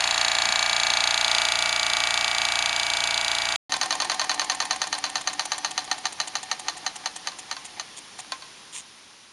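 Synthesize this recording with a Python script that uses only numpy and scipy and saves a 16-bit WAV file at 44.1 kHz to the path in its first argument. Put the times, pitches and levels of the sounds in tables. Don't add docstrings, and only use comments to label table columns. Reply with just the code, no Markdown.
import sys
import numpy as np
from scipy import signal
from scipy.fft import rfft, irfft
from scipy.io import wavfile
from scipy.ndimage import uniform_filter1d

SR = 44100
rng = np.random.default_rng(int(sys.argv[2]) if len(sys.argv) > 2 else 0)


def inscribe(sig):
    pcm = np.round(np.clip(np.atleast_2d(sig).T, -1, 1) * 32767)
    wavfile.write(sys.argv[1], SR, pcm.astype(np.int16))


def rack_gain(trim_db):
    fader = np.asarray(trim_db, float)
    return 10 ** (fader / 20)


N = 411012
T = np.arange(N) / SR
CUT_START_S, CUT_END_S = 3.5618, 3.6945


def evened(x):
    return x / np.sqrt(np.mean(x ** 2) + 1e-20)


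def noise(spectrum, size=N):
    f, db = np.transpose(spectrum)
    hz = np.fft.rfftfreq(size, 1 / SR)
    shape = rack_gain(np.interp(np.log(hz + 1), np.log(f), db))
    return evened(irfft(rfft(rng.standard_normal(size)) * shape, size))


def hump(centre_s, half_s):
    return np.exp(-((T - centre_s) / half_s) ** 4)


# frequency in Hz, level in dB per Hz.
CRACK = [(180, -33), (300, 10), (711, 9), (2340, 8.5), (4320, 4), (5640, 4.5), (6290, 7.5), (7960, -4),
         (10400, -9), (12700, -23), (16600, -86), (22000, -120)]


def ring(modes, tilt_db, spread_db, crack_db, crack_t60, colour=CRACK):
    hz, db, t60 = np.transpose(modes)[:, :, None]
    t = np.arange(6000) / SR
    luck, phase = rng.uniform(-0.97, 1, (2, len(modes), 1))
    level_db = db + tilt_db * np.log2(hz / 2500) + spread_db * luck - 60 * t / t60
    body = np.sum(rack_gain(level_db) * np.sin(2 * np.pi * hz * t + np.pi * phase), axis=0)
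    body /= np.sqrt(np.mean(body[:200] ** 2))
    crack = rack_gain(crack_db - 60 * t / crack_t60) * noise(colour, len(t))
    onset = np.minimum(t / .00015, 1)
    return (body + crack) * onset


def strike(times, sizes, sound):
    samples = np.round(np.maximum(times, 0) * SR).astype(int)
    train = np.bincount(samples, sizes * (times >= 0))
    start = np.flatnonzero(train)[0]
    played = signal.oaconvolve(train[start:], sound)[:N - start]
    return np.pad(played, (start, N - start - len(played)))


def radiated(x):
    return signal.sosfilt(signal.butter(8, 570, "high", fs=SR, output="sos"), x)


def view():
    start_s, end_s = .5, 1.75
    return np.sin(np.pi / 2 * np.clip((T - start_s) / (end_s - start_s), 0, 1)) ** 2


def racing_crank():
    start_turn, rps = -.03894, 28.94145
    spurt_turns, spurt_s, spurt_length_s = .10145, 1.19057, .63608
    return start_turn + rps * T + spurt_turns * np.tanh((T - spurt_s) / spurt_length_s)


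# crank angle in turns, level in dB, brightness in dB per octave.
BLOWS = [(.018, 5.5, 0), (.038, -1, 3.5), (.066, -3.5, -3), (0.096, -7, -6), (0.129, -8, 0.5),
         (0.211, -4.5, -4), (.39, -18, 5), (0.472, -7.5, -13), (.52, -16, -3.5), (0.578, -9.5, -6),
         (0.719, -14, -14.5), (0.861, -10, 4)]
# frequency in Hz, level in dB at the start of the swing,
# level in dB at its end, t60 in seconds.
FRAME = [(820, -5, -12, 0.011), (1150, -11, -13, 0.033), (1720, -2, -30, 0.013), (3600, -12, -5, 0.025),
         (2676, 0, -8, 0.01), (2980, -14, -10, .03), (3400, -6, -9, .025), (3880, -2, -7, .024),
         (3975, -11, -5, .024), (4330, 3, -13, .02), (4450, 3, -12, .018), (4740, -6, -2, .017),
         (5200, -11, -15, .015), (6400, -4, -10, .015), (6750, -11, -11, .015), (7200, -3, -7, 0.01),
         (8900, -9, -10, 0.004), (10300, -30, -18, 0.019)]
# frequency in Hz, level in dB per Hz.
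CLATTER = [(300, -41), (560, -26), (650, 10.5), (2000, -14), (3000, -5.5), (4800, 5), (5500, 2),
           (7000, 21.5), (10300, -12.5), (12500, -44), (16000, -71)]


def racing_knock(crank):
    turns = np.arange(0, np.interp(CUT_START_S, T, crank))
    wheel_modes, boiler_modes = np.delete(FRAME, 2, axis=1), np.delete(FRAME, 1, axis=1)
    sides = np.zeros((2, N))
    force_db = .7 * rng.standard_normal(len(turns))
    for angle, db, tilt_db in BLOWS:
        late, size = rng.standard_normal((len(turns), 2)).T
        times = np.interp(turns + angle, crank, T) + .000012 * late
        for side, modes in zip(sides, (wheel_modes, boiler_modes)):
            sound = ring(modes, tilt_db, spread_db=2.5, crack_db=-8, crack_t60=0.014, colour=CLATTER)
            side += strike(times, rack_gain(db + force_db + .8 * size), sound)
    swing = np.pi / 2 * view()
    knock = radiated(np.cos(swing) * sides[0] + np.sin(swing) * sides[1])
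    return knock / np.std(knock[T < CUT_START_S])


def wall_whine(crank, rattle):
    hz, t60, struck_turn = 2293, .16, .3
    t = np.arange(6000) / SR
    blows = np.diff(np.floor(crank - struck_turn), prepend=-1)
    response = rack_gain(-60 * t / t60) * np.sin(2 * np.pi * hz * t)
    return evened(signal.oaconvolve(blows + 0.0062 * rattle / np.std(rattle), response)[:N])


# frequency in Hz, level in dB.
WHIRR = [(540, -44), (600, -10.5), (640, -2), (850, -1), (1200, -5.5), (1700, -2.5), (2200, -1.5),
         (3000, -3.5), (5000, -34)]
# frequency in Hz, width in Hz, gain in dB.
TIN = [(642, 62, 5.4), (717, 20, 3.9), (813, 17, 1.1), (954, 11, 5.9), (1220, 25, 12.4), (1350, 14, 4.7),
       (1427, 57, 10.5), (1625, 21, 10.6), (1910, 30, 8.3), (2600, 68, 3.8), (2820, 34, 1.1)]


def whirr(crank):
    t = T[:round(CUT_START_S * SR) + 1]
    order = np.arange(18, 150)[:, None]
    hz = 29 * order
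    f, db = np.transpose(WHIRR)
    level_db = np.interp(np.log(hz), np.log(f), db)
    level_db = level_db + sum(gain / (1 + (2 * (hz - c) / width) ** 2) for c, width, gain in TIN)
    wander = signal.resample(rng.standard_normal((2, len(order), 6)), 400, axis=2)
    steady = rng.uniform(0, 2 * np.pi, hz.shape)
    knots = np.linspace(0, t[-1], 400)
    rattle = np.zeros(N)
    for k, db, drift, slip, phase in zip(order, level_db, *wander, steady):
        slow = np.interp(t, knots, rack_gain(db + 2 * drift) * np.exp(.5j * slip))
        rattle[:len(t)] += (slow * np.exp(1j * (2 * np.pi * k * crank[:len(t)] + phase))).real
    whine_db = -1.5 - 10 * np.exp(-T / .4)
    out = evened(rattle) + rack_gain(whine_db) * wall_whine(crank, rattle)
    beat = 1 + 0.26 * np.cos(4 * np.pi * (crank - .02))
    return beat * out / np.std(out[:len(t)])


# frequency in Hz, level in dB per Hz.
LEAK = [(20, -21), (200, -11), (450, -9.5), (700, -13), (1000, -2.5), (2300, 4.5), (4700, 0.5),
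        (5800, -2.5), (7000, 1.5), (8500, -5), (10500, -8.5), (12500, -29), (16000, -87)]


def steam_leak(crank):
    first = 2.9 * np.exp(-((crank - .02) % 1) / 0.054)
    second = 1.3 * np.exp(-((crank - .5) % 1) / 0.065)
    return evened((1 + first + second) * noise(LEAK))


# shaft order, level in dB.
SHAKE = [(1, -72), (2, -57), (3, -61), (4, -61), (5, -63), (6, -67), (7, -64), (8, -66), (10, -61),
         (11, -61), (14, -63)]


def shaft_shake(crank):
    return sum(rack_gain(db + 3) * np.sin(2 * np.pi * (k * crank + rng.random())) for k, db in SHAKE)


def groan():
    return rack_gain(-47) * hump(.485, .035) * np.sin(2 * np.pi * 203 * T)


# centre in seconds, half width in seconds, gain in dB.
SURGES = [
    (0.221, 0.064, 0.7),
    (1.38, 0.11, 1.5),
    (1.65, 0.041, 0.9),
]


def racing():
    crank = racing_crank()
    engine = rack_gain(-25.5) * racing_knock(crank) + rack_gain(-28.5) * whirr(crank) + rack_gain(-31.5) * steam_leak(crank)
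    effort_db = 0.4 - 0.55 * T + sum(gain * hump(centre, half) for centre, half, gain in SURGES)
    return rack_gain(effort_db) * engine + shaft_shake(crank) + groan()


FIRST_S, SPEED_LAW = 3.72086, (10.92537, -1.62803, .024941, -.022753)


def speed():
    return np.maximum(np.polyval(SPEED_LAW[::-1], T - FIRST_S), .3)


def run_down():
    turns = np.cumsum(speed()) / SR
    return turns - np.interp(FIRST_S, T, turns)


# frequency in Hz, level in dB per Hz.
BOILER = [(18, -19), (30, -20), (115, -10), (156, -7), (341, -6.5), (462, -9), (642, -9.5), (1040, -4),
          (1440, -7.5), (3410, -5.5), (6110, -7.5), (7870, -14.5), (10100, -11.5), (12700, -40),
          (16600, -62), (22000, -120)]
# time in seconds, hiss level in dB.
PRESSURE = [(3.69, -35), (4.8, -38), (5.8, -39), (7.8, -40.5), (8.6, -42), (9.32, -46.5)]


def boiler_hiss():
    time_s, db = np.transpose(PRESSURE)
    return rack_gain(np.interp(T, time_s, db) - 4.5) * noise(BOILER)


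# frequency in Hz, level in dB, t60 in seconds.
BASE = [(757, -10.5, .11), (843, -12, .11), (925, -13, .07), (1044, -18, .06), (1175, -13, .06),
        (1500, -22, .06), (1650, -20, .06), (1820, -7, .055), (2500, -24, .05), (2680, -25, .05),
        (3010, -9, .03), (3540, -18, .05), (3975, -9, .06), (4097, -12, .1), (4152, -11, .08),
        (4235, -3, .03), (4540, -2, .026), (4650, -10, .05), (5320, -22, .04), (5910, -19, .05),
        (6270, -4, .03), (6960, -12, .03), (8600, -17, .02), (9250, -16, .02), (10100, -20, .02)]


def bearing_rattle():
    table_hz, table_width_hz, table_db = 297.4, 12, -13
    grit = (rng.random(N) < 400 / SR) * rng.standard_normal(N) * rack_gain(2 * rng.exponential(1, N))
    base = ring(BASE, -5, spread_db=1, crack_db=-6, crack_t60=.03)
    rattle = evened(signal.oaconvolve(grit, base)[:N])
    table = signal.iirpeak(table_hz, table_hz / table_width_hz, SR)
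    rattle += rack_gain(table_db) * evened(signal.lfilter(*table, grit))
    return rack_gain(-40.5) * (speed() / SPEED_LAW[0]) ** 1.25 * rattle


# delay in seconds, level in dB, brightness in dB per octave.
CHATTER = [
    (0, 4, 1.5),
    (.0011, 0.5, 0),
    (.0026, -9, 3),
    (.007, -15.5, 1),
    (.013, -5, 3),
]


def knock(knock_s, knock_db):
    out = np.zeros(N)
    for delay, db, tilt_db in CHATTER:
        late, size = rng.standard_normal((len(knock_s), 2)).T
        sound = ring(BASE, tilt_db, spread_db=4, crack_db=0, crack_t60=0.015)
        out += strike(knock_s + delay * (1 + .015 * late), rack_gain(knock_db + db - 1 + .7 * size), sound)
    return out


def noisy_tail(times, levels_db):
    t = np.arange(9000) / SR
    fade = rack_gain(-60 * t / 0.17) * np.minimum(t / 0.0028, 1)
    return strike(times, rack_gain(levels_db), fade) * noise(CRACK)


# frequency in Hz, level in dB, t60 in seconds.
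PIN = [(1055, -7, 0.13), (1564, -6.5, 0.084), (1960, -9, 0.042), (2450, -9, 0.09), (3200, -4.5, 0.037),
       (3520, -5.5, 0.081), (4010, 0.5, .04), (4480, 7.5, 0.021), (5390, -3.5, 0.017), (6500, -10, .03),
       (9170, 1, 0.012)]


def rebound(back_s, back_db):
    return strike(back_s, rack_gain(back_db), ring(PIN, -1.5, spread_db=3.5, crack_db=4.5, crack_t60=0.0075))


def thump(puffs, lost_rps):
    centre_s, half_s, puff_db = np.transpose(puffs)
    thump_db = puff_db + 2 - 1.5 * np.minimum(lost_rps, 4.5)
    sound = ring(BASE, -3.5, spread_db=2, crack_db=0, crack_t60=.015)
    return strike(centre_s - 0.71 * half_s, rack_gain(thump_db), sound)


# frequency in Hz, level in dB per Hz.
PUFF = [(180, -58), (300, -35), (858, -22), (1020, -12), (1530, -44), (1710, -17.5), (3470, -10.5),
        (4890, -21), (6800, -7), (9310, -9.5), (12700, -44), (16600, -81), (22000, -120)]


def exhaust(puffs):
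    jet = sum(rack_gain(db) * hump(centre, half) for centre, half, db in puffs)
    sputter = rack_gain(3 * evened(uniform_filter1d(rng.standard_normal(N), 90)))
    return jet * sputter * noise(PUFF)


def rod_drag(knock_s, period, knock_db):
    creep_turn, half_turn = .94, 0.077
    drag = sum(rack_gain(db - 17.5) * hump(start + creep_turn * p, half_turn * p)
               for start, p, db in zip(knock_s, period, knock_db))
    scrape = ring(BASE, -6, spread_db=-1, crack_db=5, crack_t60=.03)
    return signal.oaconvolve(drag * rng.standard_normal(N), scrape / np.linalg.norm(scrape))[:N]


def squeak():
    pitch_hz = 5975 + 50 * np.cos(2 * np.pi * (run_down() + .15))
    level_db = -46 + 2 * evened(uniform_filter1d(rng.standard_normal(N), 400))
    return rack_gain(level_db) * hump(5.535, .14) * np.sin(2 * np.pi * np.cumsum(pitch_hz) / SR)


# time in seconds, level in dB.
LOOSE = [
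    (7.318, -38),
    (7.566, -31),
    (8.246, -45),
    (8.3203, -23.5),
    (8.422, -37),
    (8.44, -45),
]
# centre in seconds, half width in seconds, level in dB.
LAST_PUFFS = [
    (7.98, 0.013, -37.5),
    (8.197, .011, -35),
    (8.77, 0.041, -36.5),
]


def coasting():
    turns, soft_rps = 31, 4.53
    rebound_turn, puff_turn, puff_half_turn = .199, .51, .042
    knock_s = np.interp(np.arange(turns), run_down(), T)
    period, rps = np.diff(knock_s), np.interp(knock_s, T, speed())
    lost_rps = SPEED_LAW[0] - rps[:-1]
    knock_db = -22.5 - 10 * np.log10(1 + (soft_rps / rps) ** 4)
    rebound_db = -20.5 - 6.5 * np.maximum(lost_rps - .8, 0)
    puff_db = -30.5 - lost_rps - 1.9 * rng.standard_normal(len(lost_rps))
    loose_s, loose_db = np.transpose(LOOSE)
    back_s = np.r_[knock_s[:-1] + rebound_turn * period, loose_s]
    back_db = np.r_[rebound_db, loose_db]
    puffs = np.c_[knock_s[:-1] + puff_turn * period, puff_half_turn * period, puff_db]
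    out = knock(knock_s, knock_db)
    out += noisy_tail(np.r_[knock_s, back_s], np.r_[knock_db - 7.5, back_db - 11])
    out += rebound(back_s, back_db)
    out += thump(np.r_[puffs, LAST_PUFFS[1:2]], np.r_[lost_rps, 2])
    out += rod_drag(knock_s, period, knock_db)
    return radiated(out) + exhaust(np.r_[puffs, LAST_PUFFS])


def scene():
    before = np.clip((CUT_START_S - T) / .0008, 0, 1)
    after = np.clip((T - CUT_END_S) / .001, 0, 1)
    running_down = boiler_hiss() + bearing_rattle() + coasting() + squeak()
    return (before * racing() + after * running_down)[None]


def low_pass(x):
    return signal.sosfilt(signal.butter(12, 12890, fs=SR, output="sos"), x)


def record(dry):
    notch_hz, notch_width_hz = 7880, 714
    dipped = signal.lfilter(*signal.iirnotch(notch_hz, notch_hz / notch_width_hz, SR), dry)
    edged = signal.sosfilt(signal.butter(12, 12000, fs=SR, output="sos"), dipped)
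    return low_pass(edged)


dry = scene()
out = record(dry)
inscribe(out)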